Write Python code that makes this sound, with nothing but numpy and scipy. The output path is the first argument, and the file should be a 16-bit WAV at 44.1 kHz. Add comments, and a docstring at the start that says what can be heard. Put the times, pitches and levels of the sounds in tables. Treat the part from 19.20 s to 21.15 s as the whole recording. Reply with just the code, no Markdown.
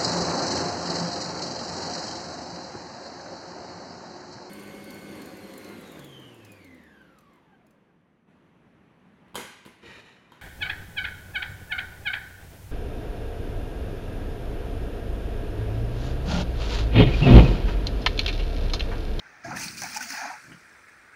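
"""Water flung from an elephant's trunk splashes over the animal at a muddy river bank, some metres away.
The moving mass gives a low rush, the trunk a hollow gurgle. Drops and clots of mud strike hide and bank
as brief impulses, and trapped air bubbles resonate as plops. A last low slosh follows.
Bank and foliage return a short echo, and the ripples of the river murmur throughout."""
import sys
import numpy as np
from scipy import signal
from scipy.fft import rfft, irfft
from scipy.io import wavfile
from scipy.ndimage import uniform_filter1d

SR = 44100
rng = np.random.default_rng(int(sys.argv[2]) if len(sys.argv) > 2 else 0)


def put_to_file(sound):
    """Save the sound as 16-bit audio at rate SR, in the file named by the first command-line argument."""
    columns = np.atleast_2d(sound).T  # one column per channel
    safe = np.clip(columns, -1, 1)
    whole_steps = np.round(safe * 32767)
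    wavfile.write(sys.argv[1], SR, whole_steps.astype(np.int16))


N = 85995

# spectrum of impacts on wet hide and mud: frequency_hz, gain_db
SPLATTER_SPECTRUM = [(600, -33.5), (1100, -5.5), (1350, 7), (1600, 8), (2050, 4), (2450, 1.5), (2750, -10),
                     (3400, -37)]
BUBBLE_RISE_PER_S = 0.92  # upward glide, as a fraction of the starting pitch


def spray():
    """Superposition: droplet impacts and tiny bubble resonances add up to a hiss, with mist on top."""
    # envelope of the fine spray: time_s, level_db
    spray_levels = [(0.236, -67), (0.244, -51.5), (0.31, -50), (0.348, -52), (0.368, -40), (0.445, -36.5),
                    (0.495, -44), (0.562, -48.5), (0.58, -39.5), (0.598, -42), (0.64, -40), (0.67, -43.5),
                    (0.735, -43), (0.772, -36), (0.792, -48.5), (0.826, -39.5), (0.875, -43),
                    (0.905, -39.5), (1.04, -43), (1.12, -50), (1.17, -56.5), (1.4, -64.5), (1.9, -69.5)]
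    # envelope of the finest mist, relative to the spray: time_s, gain_db
    mist_gains = [(0.25, -9), (0.335, -9.5), (0.36, -3.5), (0.92, -6), (1.04, -9.5), (1.22, -2)]
    # envelope of the highest sizzle, relative to the spray: time_s, gain_db
    sizzle_gains = [(0.25, -25), (0.43, -7), (0.72, -6), (0.95, -5), (1.1, -25)]
    # spectra of the three bands: frequency_hz, gain_db
    spray_spectrum = [(1800, -20.5), (2400, 3), (2800, -7.5), (3250, -11.5), (3800, -11.5), (4400, -1.5),
                      (6100, 1), (7000, -6), (11000, -22.5), (13500, -40.5)]
    mist_spectrum = [(5000, -20.5), (7500, 5.5), (8800, 4.5), (9900, -2), (11100, -4), (13800, -13.5)]
    sizzle_spectrum = [(13500, -40), (14900, 2)]
    envelope = curve(spray_levels)
    ticks = drops(per_s=5500, spread_db=1.0) * undb(0.96 * walk(220))
    rings = plinks(per_s=3600, low_hz=2000, high_hz=16000, t60_s=.036, spread_db=12)
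    shower = unit(ticks + rings) * envelope
    mist = colour(shower * curve(mist_gains), mist_spectrum)
    sizzle = colour(rng.standard_normal(N) * envelope * curve(sizzle_gains), sizzle_spectrum)
    return colour(shower, spray_spectrum) + mist + sizzle


def splatter():
    """Impact and air entrainment: bigger drops smack on wet hide and mud and trap ringing bubbles."""
    # envelope of the coarse splatter: time_s, level_db
    levels = [(0.233, -53), (0.243, -43), (0.275, -45.5), (0.32, -38), (0.4, -43), (0.48, -44),
              (0.555, -50), (0.613, -51), (0.62, -43), (0.652, -38.5), (0.678, -46), (0.74, -42),
              (0.797, -44.5), (0.815, -45.5), (0.88, -46.5), (0.955, -37), (1.06, -39), (1.14, -43.5),
              (1.21, -50.5), (1.42, -55)]
    rings = plinks(per_s=420, low_hz=1100, high_hz=2700, t60_s=.055, spread_db=13)
    smacks = colour(drops(per_s=1800, spread_db=1.0), SPLATTER_SPECTRUM)
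    return (smacks + unit(colour(rings, SPLATTER_SPECTRUM))) * curve(levels) / np.sqrt(2)


def churn():
    """Bubble resonance: air pockets ring, each at its own pitch, over the low rush of the thrown water."""
    # envelopes of the air pockets and the rush: time_s, level_db
    pocket_levels = [(0.238, -64), (0.248, -49.5), (0.32, -39.5), (0.39, -45.5), (0.52, -64), (0.613, -78),
                     (0.619, -45.5), (0.648, -43), (0.675, -54.5), (0.75, -52), (0.83, -49.5),
                     (0.885, -63.5), (0.93, -45.5), (1.04, -38.5), (1.11, -43.5), (1.167, -51),
                     (1.182, -84)]
    rush_levels = [(0.232, -79), (0.247, -43), (0.32, -40.5), (0.52, -49), (0.55, -51.5), (0.645, -45),
                   (0.675, -52), (0.83, -66), (0.98, -76), (1.2, -78), (1.26, -54.5), (1.32, -48),
                   (1.37, -62.5), (1.42, -94)]
    # their spectra: frequency_hz, gain_db
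    pocket_spectrum = [(480, -10.5), (700, 7), (850, 11.5), (1020, 1.5), (1200, 2.5), (2000, -43)]
    rush_spectrum = [(25, -35), (60, -8.5), (160, 1), (230, -0.5), (330, -5), (430, -19.5), (700, -19.5),
                     (1500, -82.5)]
    rings = plinks(per_s=480, low_hz=590, high_hz=1150, t60_s=.075, spread_db=6)
    pockets = unit(colour(rings, pocket_spectrum)) * curve(pocket_levels)
    rush = colour(drops(per_s=500, spread_db=2.5) * curve(rush_levels), rush_spectrum)
    return pockets + rush


def trunk():
    """Modulation: the trunk's hollow note comes in spurts that waver in frequency and amplitude."""
    # gurgles: start_s, length_s, pitch_hz, level_db
    gurgles = [(0.678, 0.12, 232, -52.5), (0.806, 0.059, 243.8, -47.5), (0.899, 0.043, 266, -48),
               (1.019, 0.0466, 257.5, -48.5), (1.065, 0.03, 285, -49.5)]
    attack_s, release_s, pitch_waver = 0.004, 0.002, 0.064
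    out = np.zeros(N)
    for start, length, hz, db in gurgles:
        gate = np.minimum(since(start) / attack_s, 1) * np.exp(-since(start + length) / release_s)
        phase = 2 * np.pi * np.cumsum(hz * (1 + pitch_waver * walk(150))) / SR
        out += undb(db + 1.4 * walk(98)) * gate * np.sin(phase)
    return out


def bubbles():
    """Damped oscillation: each single bubble swells, rings down and rises a little in pitch."""
    # single bubbles: start_s, pitch_hz, peak_db, t60_s
    plops = [(0.245, 671, -32.5, 0.094), (0.243, 1630, -35, 0.096), (0.277, 311.5, -35.5, 0.1),
             (0.306, 833, -32, 0.052), (0.325, 524, -41, 0.075), (0.333, 1313, -34, 0.064),
             (0.366, 1784, -24.5, 0.0068), (0.405, 884, -40.5, 0.13), (0.48, 4603, -35.5, 0.025),
             (0.615, 822, -41, 0.059), (0.635, 727, -32, 0.064), (0.652, 875, -39, 0.069),
             (0.76, 853, -26, 0.06), (0.778, 858, -36, 0.11), (0.802, 766, -42, 0.074),
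             (0.807, 1490, -28, 0.044), (0.864, 685, -47, 0.22), (1.051, 698, -30.5, 0.027),
             (1.096, 741, -30, 0.039), (1.109, 950, -32.5, 0.048), (1.138, 830, -40, 0.082)]
    attack_s = 0.0068
    out = np.zeros(N)
    for start, hz, db, t60 in plops:
        age = since(start)
        envelope = np.minimum(age / attack_s, 1) * ring_down(since(start + attack_s), t60)
        out += undb(db) * envelope * rising_tone(age, hz)
    return out


def slaps():
    """Impact noise: a clot stops abruptly, giving a broadband burst with a bright crack and a wet body."""
    # landing clots: start_s, crack_db, body_db, decay_s
    clots = [(0.367, -36, -37, 0.0063), (0.5702, -37, -59, 0.006), (0.6185, -27.5, -33.5, 0.0034),
             (0.635, -29.5, -40, 0.0033), (0.7458, -34.5, -40, 0.0062), (0.7705, -25.5, -32, 0.0027),
             (0.806, -37, -35, 0.011), (0.826, -34.5, -43, 0.0066), (0.904, -28, -29, 0.0023),
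             (1.238, -52.5, -47.5, 0.0085), (1.318, -64, -48, 0.019), (1.683, -62, -48.5, 0.012)]
    # spectrum of the crack: frequency_hz, gain_db
    crack_spectrum = [(800, -5.5), (2400, 7), (3400, -13), (4600, 2.5), (6100, 12), (7500, 1),
                      (13700, -9.5), (15000, -5)]
    attack_s = 0.00036
    crack_envelope, body_envelope = np.zeros(N), np.zeros(N)
    for start, crack_db, body_db, decay in clots:
        age = since(start)
        pulse = np.minimum(age / attack_s, 1) * np.exp(-age / decay)
        crack_envelope += undb(crack_db) * pulse
        body_envelope += undb(body_db) * pulse
    crack = colour(crack_envelope * rng.standard_normal(N), crack_spectrum)
    body = colour(body_envelope * rng.standard_normal(N), SPLATTER_SPECTRUM)
    return crack + body


def splats():
    """Narrow-band noise: a blob of water bursts into a decaying fizz around one pitch."""
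    # bursting blobs: start_s, pitch_hz, level_db, decay_s
    blobs = [(0.482, 4350, -30, 0.0056), (1.32, 2880, -52, 0.023)]
    out = np.zeros(N)
    for start, hz, db, decay in blobs:
        age = since(start)
        fizz = colour(rng.standard_normal(N), [(hz / 2, -60), (hz, 0), (hz * 2, -60)])
        out += undb(db) * (age > 0) * np.exp(-age / decay) * fizz
    return out


def bank_echo(sound):
    """Diffuse reflection: bank and foliage scatter a short, dull echo."""
    delay_s, t60_s, echo_db = 0.0094, 0.17, -20
    age = since(delay_s)
    scatter = colour(rng.standard_normal(N), [(200, 5.5), (2500, -2.0), (12000, -12.5)])
    tail = scatter * (age > 0) * ring_down(age, t60_s)
    return signal.fftconvolve(sound, tail / np.linalg.norm(tail))[:N] * undb(echo_db)


def river():
    """Incoherent summation: countless small ripples and trickles merge into a murmur."""
    # spectrum of the flowing water: frequency_hz, gain_db
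    spectrum = [(25, -18), (60, 1), (300, -0.5), (700, -1.5), (1100, -1), (1600, -6.5), (2000, -7),
                (2500, -24), (2800, -12), (4000, -12), (6000, -34), (7500, -23.5), (9000, -20.5),
                (11000, -46), (13800, -74), (14900, -23)]
    level_db = -60
    lapping = undb(.6 * walk(30))
    ripples = unit(drops(per_s=6000, spread_db=2.0) * lapping)
    return colour(ripples * undb(level_db), spectrum)


def drops(per_s, spread_db):
    """Shot noise: impulses of random time, size and sign, at rms 1."""
    falls = rng.random(N) < per_s / SR
    sizes = undb(spread_db * np.clip(rng.standard_normal(N), -2, 2))
    return unit(falls * sizes * np.sign(rng.standard_normal(N)))


def plinks(per_s, low_hz, high_hz, t60_s, spread_db):
    """Independent resonators: tiny bubbles of random onset, pitch, strength and damping, at rms 1."""
    out = np.zeros(N)
    age = np.arange(SR // 20) / SR
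    for when, pitch, strength, length in rng.random((int(per_s * N / SR), 4)):
        start = int(when * N)
        hz = low_hz + (high_hz - low_hz) * pitch
        ring = ring_down(age, t60_s * (.5 + length)) * rising_tone(age, hz)
        out[start:start + len(age)] += (undb(spread_db * strength) * ring)[:N - start]
    return unit(out)


def rising_tone(age, hz):
    """Linear chirp: a bubble's pitch glides up from hz."""
    return np.sin(2 * np.pi * hz * age * (1 + BUBBLE_RISE_PER_S * age / 2))


def ring_down(age, t60_s):
    """Exponential decay by 60 dB in t60_s."""
    return np.exp(-np.log(1000) * age / t60_s)


def colour(x, spectrum):
    """Minimum-phase filter of unit power gain, shaped by (frequency_hz, gain_db) points."""
    size = 4096
    hz, db = np.array(spectrum).T
    log_hz = np.log(np.fft.rfftfreq(size, 1 / SR) + 1)
    log_gain = np.log(undb(np.interp(log_hz, np.log(hz), db)))
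    cepstrum = irfft(log_gain)
    cepstrum[1:size // 2] *= 2  # folding onto positive time makes the filter causal
    cepstrum[size // 2 + 1:] = 0
    response = irfft(np.exp(rfft(cepstrum)))
    return signal.fftconvolve(x, response / np.linalg.norm(response))[:N]


def walk(rate_hz):
    """Smooth random wandering with a spread near 1."""
    hold = max(int(SR / rate_hz), 1)
    steps = np.repeat(rng.standard_normal(N // hold + 1), hold)
    return 1.35 * uniform_filter1d(uniform_filter1d(steps, hold), hold)[:N]


def curve(points):
    """Amplitude envelope through (time_s, level_db) points."""
    return undb(np.interp(np.arange(N) / SR, *np.array(points).T))


def since(start_s):
    """Seconds since a moment, zero before it."""
    return np.maximum(np.arange(N) / SR - start_s, 0)


def undb(db):
    """Decibels to amplitude ratio."""
    return 10 ** (np.asarray(db) / 20)


def unit(x):
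    """Scale to rms 1."""
    return x / np.sqrt(np.mean(x ** 2))


def scene():
    """Superposition: the direct splash, its echo and the river add in one channel."""
    splash = spray() + splatter() + churn() + trunk() + bubbles() + slaps() + splats()
    return (splash + bank_echo(splash) + river())[None]


def record(dry):
    """Band limiting: a steep low-pass filter removes the highest treble."""
    cutoff_hz = 15700
    return signal.sosfilt(signal.ellip(12, .2, 80, cutoff_hz, fs=SR, output="sos"), dry)


dry = scene()
out = record(dry)
put_to_file(out)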